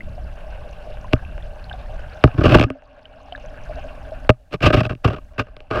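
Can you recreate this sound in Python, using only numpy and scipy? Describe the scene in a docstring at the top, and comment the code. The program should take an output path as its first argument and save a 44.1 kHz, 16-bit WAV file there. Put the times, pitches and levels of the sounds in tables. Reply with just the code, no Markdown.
"""Sealed camera housing in a fast stream

A sealed camera housing is held under a fast shallow stream. Noise and small impacts of water, with chirped
bubbles, are heard through damped modes of the housing; low-passed noise is the rumble of the current.
Knocks and stick-slip rubbing drive the same modes and overload the microphone; trapped air hums on.
The background sinks at times and creeps back; a faint electronic whine pulses at the frame rate."""
import sys
import numpy as np
from scipy import signal
from scipy.io import wavfile

SR = 44100
rng = np.random.default_rng(int(sys.argv[2]) if len(sys.argv) > 2 else 0)


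def volts_from_decibels(level):
    """Turn decibel levels (scalar or array-like) into linear amplitude factors."""
    exponent = np.asarray(level, float) / 20
    return 10 ** exponent


def master(y):
    """Save y as 16-bit WAV."""
    cut = np.clip(np.atleast_2d(y).T, -1, 1)
    pcm = np.round(cut * 32767)  # scale
    wavfile.write(sys.argv[1], SR, pcm.astype(np.int16))


N = 255780  # samples, 5.8 s

# Modes of the housing: pitch_hz, touched_t60_s, touched_db, water_db (both are relative mode levels)
HOUSING_MODES = [(62.5, 0.011, -1, -22), (119.1, 0.074, -4.5, -17.5), (173.4, 0.044, -12.5, -22),
                 (253.8, .05, -12.5, -30), (341.4, 0.016, -8.5, -18.5), (439, 0.024, -13, -12.5),
                 (613, 0.047, -9, 8.5), (767.5, 0.017, -20.5, 3.5), (1113, 0.019, -15, -4.5),
                 (1244, 0.036, -14, -21), (1556, 0.011, -15.5, 0.5), (2417, 0.0041, -6.5, -8.5),
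                 (2741, 0.0077, -4, -5), (3400, 0.0018, -11, -15), (4290, 0.0013, -16, -16),
                 (5194, 0.0016, -18.5, -21), (8420, 0.00084, -34.5, -31), (12300, 0.003, -38.5, -58.5)]
# Jolts of the trapped air: start_s, peak_db
AIR_JOLTS = [(2.666, -22), (2.704, -22.5)]
POCKET_HZ, POCKET_T60_S = 267.7, 0.14  # resonance of the trapped air


def rms_one(x):
    """Normalization by the root mean square."""
    return x / np.sqrt(np.mean(x ** 2) + 1e-20)


def drift(rate_hz):
    """Slow random fluctuation: noise through two equal one-pole low-passes, of rms 1."""
    pole = np.exp(-40 * np.pi * rate_hz / SR)  # drawn at SR / 20, then interpolated
    noise = rng.standard_normal(N // 20 + 3002)
    slow = signal.lfilter([1], [1, -2 * pole, pole * pole], noise)[3000:]
    return np.interp(np.arange(N) / 20, np.arange(len(slow)), rms_one(slow))


def low_pass(x, hz):
    """Second-order low-pass: attenuation of 12 dB per octave far above the corner."""
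    return signal.sosfilt(signal.butter(2, hz, fs=SR, output="sos"), x)


def high_pass(x, order, hz):
    """Butterworth high-pass: attenuation below the corner."""
    return signal.sosfilt(signal.butter(order, hz, "high", fs=SR, output="sos"), x)


def resonate(x, hz, t60_s):
    """Damped resonance of one mode, falling steeply above its pitch; keeps white noise near its rms."""
    radius, angle = volts_from_decibels(-60 / (t60_s * SR)), 2 * np.pi * hz / SR
    gain = np.sqrt((1 - radius * radius) / 2)
    poles = [1, -2 * radius * np.cos(angle), radius * radius]
    rung = signal.lfilter([gain, 0, -gain], poles, x + 1e-18)
    return signal.sosfilt(signal.butter(4, 0.99 * hz, fs=SR, output="sos"), rung)


def grains(per_s, spread_db):
    """Random impulse train: clicks of uneven size and sign at chance moments, of rms 1."""
    sizes = volts_from_decibels(spread_db * np.minimum(rng.exponential(1, N), 5)) * rng.choice([-1, 1], N)
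    return rms_one(sizes * (rng.random(N) < per_s / SR))


def add(out, sound, s):
    """Superposition: a sound is summed in at a time in seconds."""
    at = max(int(s * SR), 0)
    out[at:at + len(sound)] += sound[:N - at]


def knock_pushes():
    """Impact excitation: each contact force starts at once and decays exponentially, in three mode ranges."""
    # start_s, thump_db, body_db, click_db, contact_ms (decay by a factor e)
    knocks = [(1.133, 10.5, 7.5, 5, 0.1), (2.239, 17, 17, 5, 0.1), (2.253, -2, -12, -16, 0.65),
              (2.702, -24.5, -11.5, -10, 0.38), (4.2926, 14, 17.5, 6, 0.13), (4.2962, -10, 4.5, 2, 0.47),
              (4.302, -17, 3, -0.5, .6), (4.897, -28, -18, -12, 0.2), (4.951, -26.5, -37, -30, 0.22),
              (5.566, -41, -28, -20.5, 0.6), (5.604, -51, -31, -27, 0.59)]
    pushes = np.zeros((3, N))
    for s, thump_db, body_db, click_db, contact_ms in knocks:
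        shape = np.exp(-np.arange(2000) * 1000 / (contact_ms * SR))
        for row, db in zip(pushes, (thump_db, body_db, click_db)):
            add(row, volts_from_decibels(db) * shape, s)
    return pushes


def rubbing_drags():
    """Stick-slip friction: uneven drag in strokes, with slips that rise fast and fade, in three mode ranges."""
    # start_s, end_s, drag_db, thump_db, rasp_db (thump and rasp are relative to the body)
    strokes = [(1.124, 1.141, -16, -1, -12.5), (2.268, 2.284, -25, -3, -15.5), (2.337, 2.354, -35, 15, -8),
               (2.376, 2.431, -22.5, 9.5, -16.5), (2.437, 2.57, -15, 3, -11.5),
               (2.574, 2.645, -37, 2.5, -7.5), (4.317, 4.347, -46.5, 5, -10), (4.508, 4.562, -33, 0, -7.5),
               (4.604, 4.687, -25, -0.5, -8), (4.684, 4.716, -26.5, -2.5, -16.5),
               (4.724, 4.757, -10, -1.5, -9.5), (4.76, 4.817, -19, 1, -9.5), (4.828, 4.873, -24, -1, -8.5),
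               (4.892, 4.933, -26, 3, -14), (5.036, 5.154, -25, -1.5, -13), (5.394, 5.427, -33, -6, -10),
               (5.466, 5.493, -41, -9, -17), (5.702, 5.8, -20, -6.5, -16)]
    # The strongest slips: time_s (just past the peak), body_db, length_ms (the rise takes 0.4 of it)
    slips = [(2.385, -23, 17), (2.412, -13, 8.8), (2.441, -10.5, 22), (2.458, -3, 13.4), (2.522, -12, 38),
             (2.538, -12, 12), (2.548, 1.5, 14), (2.573, -5.5, 5), (2.586, -10.5, 8.3), (2.597, -1, 4.9),
             (2.613, -6.5, 10.5), (2.627, -1.5, 2), (2.639, -8.5, 9.8), (4.541, -16.5, 16.2),
             (4.643, -8, 52), (4.667, -2.5, 24.8), (4.705, -4, 7.9), (4.744, -8, 7.4), (4.775, -13.5, 16.5),
             (4.79, -23, 11), (4.808, -12, 10.7), (4.865, -21.5, 7.3), (4.927, -34.5, 13),
             (5.049, -3.5, 13.4), (5.063, -26, 40), (5.078, -10, 7.4), (5.133, -19, 5.7),
             (5.166, -25.5, 18), (5.184, -26.5, 6.1), (5.384, -14.5, 11), (5.397, -6.5, 17.3),
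             (5.723, -23.5, 30), (5.759, -16.5, 33), (5.789, -17, 21)]
    edge_s = 0.0031  # how fast a stroke sets in and lets go
    catch_db, catch_hz = 5, 130     # the drag catches and lets go in all ranges at once
    judder_db, judder_hz = 0.5, 40  # each range also wavers on its own
    rubs = np.zeros((3, N))
    own_judder = judder_db * np.array([drift(judder_hz) for row in rubs])
    unevenness = volts_from_decibels(catch_db * drift(catch_hz) + own_judder)
    for start, end, drag_db, thump_db, rasp_db in strokes:
        t = np.arange(int((end - start) * SR)) / SR
        edge = np.clip(np.minimum(t, end - start - t) / edge_s, 0, 1)
        for row, uneven, db in zip(rubs, unevenness, (thump_db, 0, rasp_db)):
            add(row, volts_from_decibels(drag_db + db) * edge * uneven[int(start * SR):][:len(t)], start)
    for s, body_db, length_ms in slips:
        # coloured like the latest stroke begun
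        thump_db, rasp_db = [stroke for stroke in strokes if stroke[0] < s][-1][3:]
        rise = length_ms * SR / 2500  # samples to the peak
        u = np.arange(int(8 * rise)) / rise
        burst = (u * np.exp(1 - u)) ** 2
        for row, db in zip(rubs, (thump_db, 0, rasp_db)):
            add(row, volts_from_decibels(body_db + db) * burst, s - 1.24 * rise / SR)
    return rubs


def handling():
    """Modal excitation: knocks and gritty rubbing force the low, middle and high modes of the housing."""
    low_top_hz, mid_top_hz = 400, 2000
    grit = grains(per_s=12000, spread_db=2)
    force = rubbing_drags() * grit - knock_pushes() * (1 + 0.76 * grit)
    out = np.zeros(N)
    for k, (hz, t60_s, touched_db, water_db) in enumerate(HOUSING_MODES):
        mode_range = int(hz > low_top_hz) + int(hz > mid_top_hz)
        sign = (-1) ** k  # neighbouring modes have opposite sign
        out += sign * volts_from_decibels(touched_db) * resonate(force[mode_range], hz, t60_s)
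    return out


def air_pocket():
    """Free vibration: after a jolt trapped air hums as an exponentially decaying sine."""
    out, t = np.zeros(N), np.arange(SR // 2) / SR
    for s, peak_db in AIR_JOLTS:
        add(out, volts_from_decibels(peak_db - 60 * t / POCKET_T60_S) * np.sin(2 * np.pi * POCKET_HZ * t), s)
    return out


def bubble(size, hz, cycles, rise):
    """Bubble resonance: it swells, rings a few cycles and dies while its pitch climbs from hz."""
    turn = np.arange(int(3 * cycles * SR / hz)) * hz / SR  # time in cycles of the starting pitch
    swell = (1 - np.exp(-turn / 0.54)) ** 2 * np.exp(-2 * turn / cycles)
    return size * swell / swell.max() * np.sin(2 * np.pi * turn * (1 + rise * turn / cycles))


def loud_bubbles():
    """Isolated bubble resonances that stand out of the rush."""
    # time_s (about three cycles after the start), peak_db, starting_pitch_hz
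    bubbles = [(0.008, -26, 2015), (0.183, -31.5, 700), (1.048, -31, 990), (1.251, -33, 2550),
               (1.426, -39.5, 3350), (1.643, -35.5, 4180), (1.698, -28.5, 2930), (1.715, -27, 1540),
               (1.73, -30.5, 3540), (1.742, -28.5, 726), (1.897, -33, 740), (2.316, -35, 2560),
               (2.684, -46, 1610.0), (3.056, -32.5, 2940), (3.325, -26.5, 2960), (3.327, -26.5, 693),
               (3.352, -24.5, 1640), (3.361, -36.5, 3680), (3.583, -36, 1620.0), (3.7, -26, 646),
               (3.766, -30, 655), (3.792, -30, 755), (4.124, -24.5, 616), (5.671, -53, 2560)]
    out = np.zeros(N)
    for s, peak_db, hz in bubbles:
        add(out, bubble(volts_from_decibels(peak_db), hz, cycles=12.6, rise=0.024), s - 3.02 / hz)
    return out


def rush(together_db, own_db, damping, ticks_db):
    """Random excitation of modes: water impacts and lone grit grains, swelling together and mode by mode."""
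    out = np.zeros(N)
    swell_db = together_db * drift(9)
    ticks = volts_from_decibels(ticks_db) * grains(per_s=36, spread_db=4.5)
    for hz, t60_s, touched_db, water_db in HOUSING_MODES:
        impacts = volts_from_decibels(swell_db + own_db * drift(24)) * rng.standard_normal(N)
        shaken = resonate(impacts + ticks, hz, t60_s * damping)
        out += volts_from_decibels(water_db) * high_pass(shaken, 2, 0.81 * hz)
    trapped = np.arange(N) / SR > AIR_JOLTS[0][0]  # the air pocket hums along once it is caught
    pocket_db = -0.5  # on the scale of the water levels of the modes
    out += volts_from_decibels(pocket_db) * resonate(trapped * rng.standard_normal(N), POCKET_HZ, POCKET_T60_S)
    return rms_one(out)


def fizz(count, level_db, spread_db, low_hz, high_hz, cycles):
    """Random superposition of bubble resonances: small bubbles swept past at chance moments and pitches."""
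    out = np.zeros(N)
    for when, pitch, size in rng.random((count, 3)):
        hz = low_hz * (high_hz / low_hz) ** pitch
        size_db = level_db - spread_db * np.log(1 - .98 * size)
        add(out, bubble(volts_from_decibels(size_db), hz, cycles, rise=0.079), when * N / SR)
    return out


def rumble():
    """Turbulent pressure: eddies push on the shell, as lumpy noise far down in the bass."""
    return rms_one(low_pass(rng.standard_normal(N), 44.6) * volts_from_decibels(2.5 * drift(0.91)))


def electronics(hushed):
    """Electronic noise and square gating: preamplifier hiss of rms 1 and a whine on for half of every frame."""
    frames_per_s, whine_start_s = 23.976, .019
    whine_hz, whine_db, hiss_hz = 10287, -7, 5000  # whine peak relative to the hiss rms
    t = np.arange(N) / SR
    on = ((t - whine_start_s) * frames_per_s % 1 < .5) & ~hushed
    dull = signal.lfilter([1], [1, -np.exp(-2 * np.pi * hiss_hz / SR)], rng.standard_normal(N))
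    hiss = rms_one(low_pass(dull, 14000))
    return hiss + volts_from_decibels(whine_db) * on * np.sin(2 * np.pi * whine_hz * t)


def sinking_db(t):
    """Piecewise linear attenuation in dB: each sink falls, then climbs at its own rate; the deepest holds."""
    # start_s, depth_db, fall_s, recovery_db_per_s
    sinks = [(2.62, 21, 0.11, 23), (4.278, 6.5, .004, 4), (5.325, 12.5, 0.008, 2.5)]
    depths = []
    for s, depth_db, fall_s, recovery in sinks:
        falling = depth_db * (t - s) / fall_s
        climbing = depth_db - recovery * (t - s - fall_s)
        depths.append(np.clip(np.minimum(falling, climbing), 0, None))
    return -np.max(depths, axis=0)


def scene():
    """Linear superposition of handling, water and electronics at the one microphone."""
    # Vigour of the current, as the level of its rush before any sinking: time_s, level_db
    flow = [(0, -47), (.5, -41), (.95, -41), (1.3, -44), (2.2, -38.5), (3.2, -38.5), (3.8, -39.5),
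            (4.3, -43), (4.9, -48.5), (5.2, -40.5), (5.8, -47)]
    t = np.arange(N) / SR
    flow_db = np.interp(t, *np.transpose(flow))
    sunk_db = sinking_db(t)
    hushed = (t > 4.28) & (t < 5.335)  # for a while the water is much fainter and the whine is silent
    rush_db = flow_db + 0.73 * sunk_db - 12.5 * hushed  # the rush takes a share of each sink
    # the rumble follows a share of the swing of the rush
    rumble_db = -30.5 + 0.39 * (flow_db - flow_db.mean()) + sunk_db - 8 * hushed
    hiss_db = -67.5 + sunk_db
    water = rush(together_db=1, own_db=4.0, damping=0.93, ticks_db=-6.5)
    # fizz levels are relative to the rush
    water += fizz(count=800, level_db=-19, spread_db=4, low_hz=2300, high_hz=6140, cycles=15)
    water += fizz(count=400, level_db=-8.5, spread_db=-0.5, low_hz=554, high_hz=898, cycles=8.6)
    water += fizz(count=200, level_db=-16, spread_db=5.0, low_hz=1100, high_hz=3140, cycles=14.0)
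    background = volts_from_decibels(rush_db) * water + volts_from_decibels(rumble_db) * rumble() + volts_from_decibels(hiss_db) * electronics(hushed)
    return (handling() + air_pocket() + loud_bubbles() + background)[None]


def band_limit(x):
    """A steep low-pass at the top of the band."""
    return signal.sosfilt(signal.butter(12, 16480, fs=SR, output="sos"), x)


def record(dry):
    """Saturation: the deepest bass is cut, then peaks flatten towards the overload level."""
    overload, knee = .97, 8  # a higher knee bends more sharply
    cut = high_pass(dry, 1, 12)
    flat = cut / (1 + np.abs(cut / overload) ** knee) ** (1 / knee)
    return band_limit(flat)


dry = scene()
out = record(dry)
master(out)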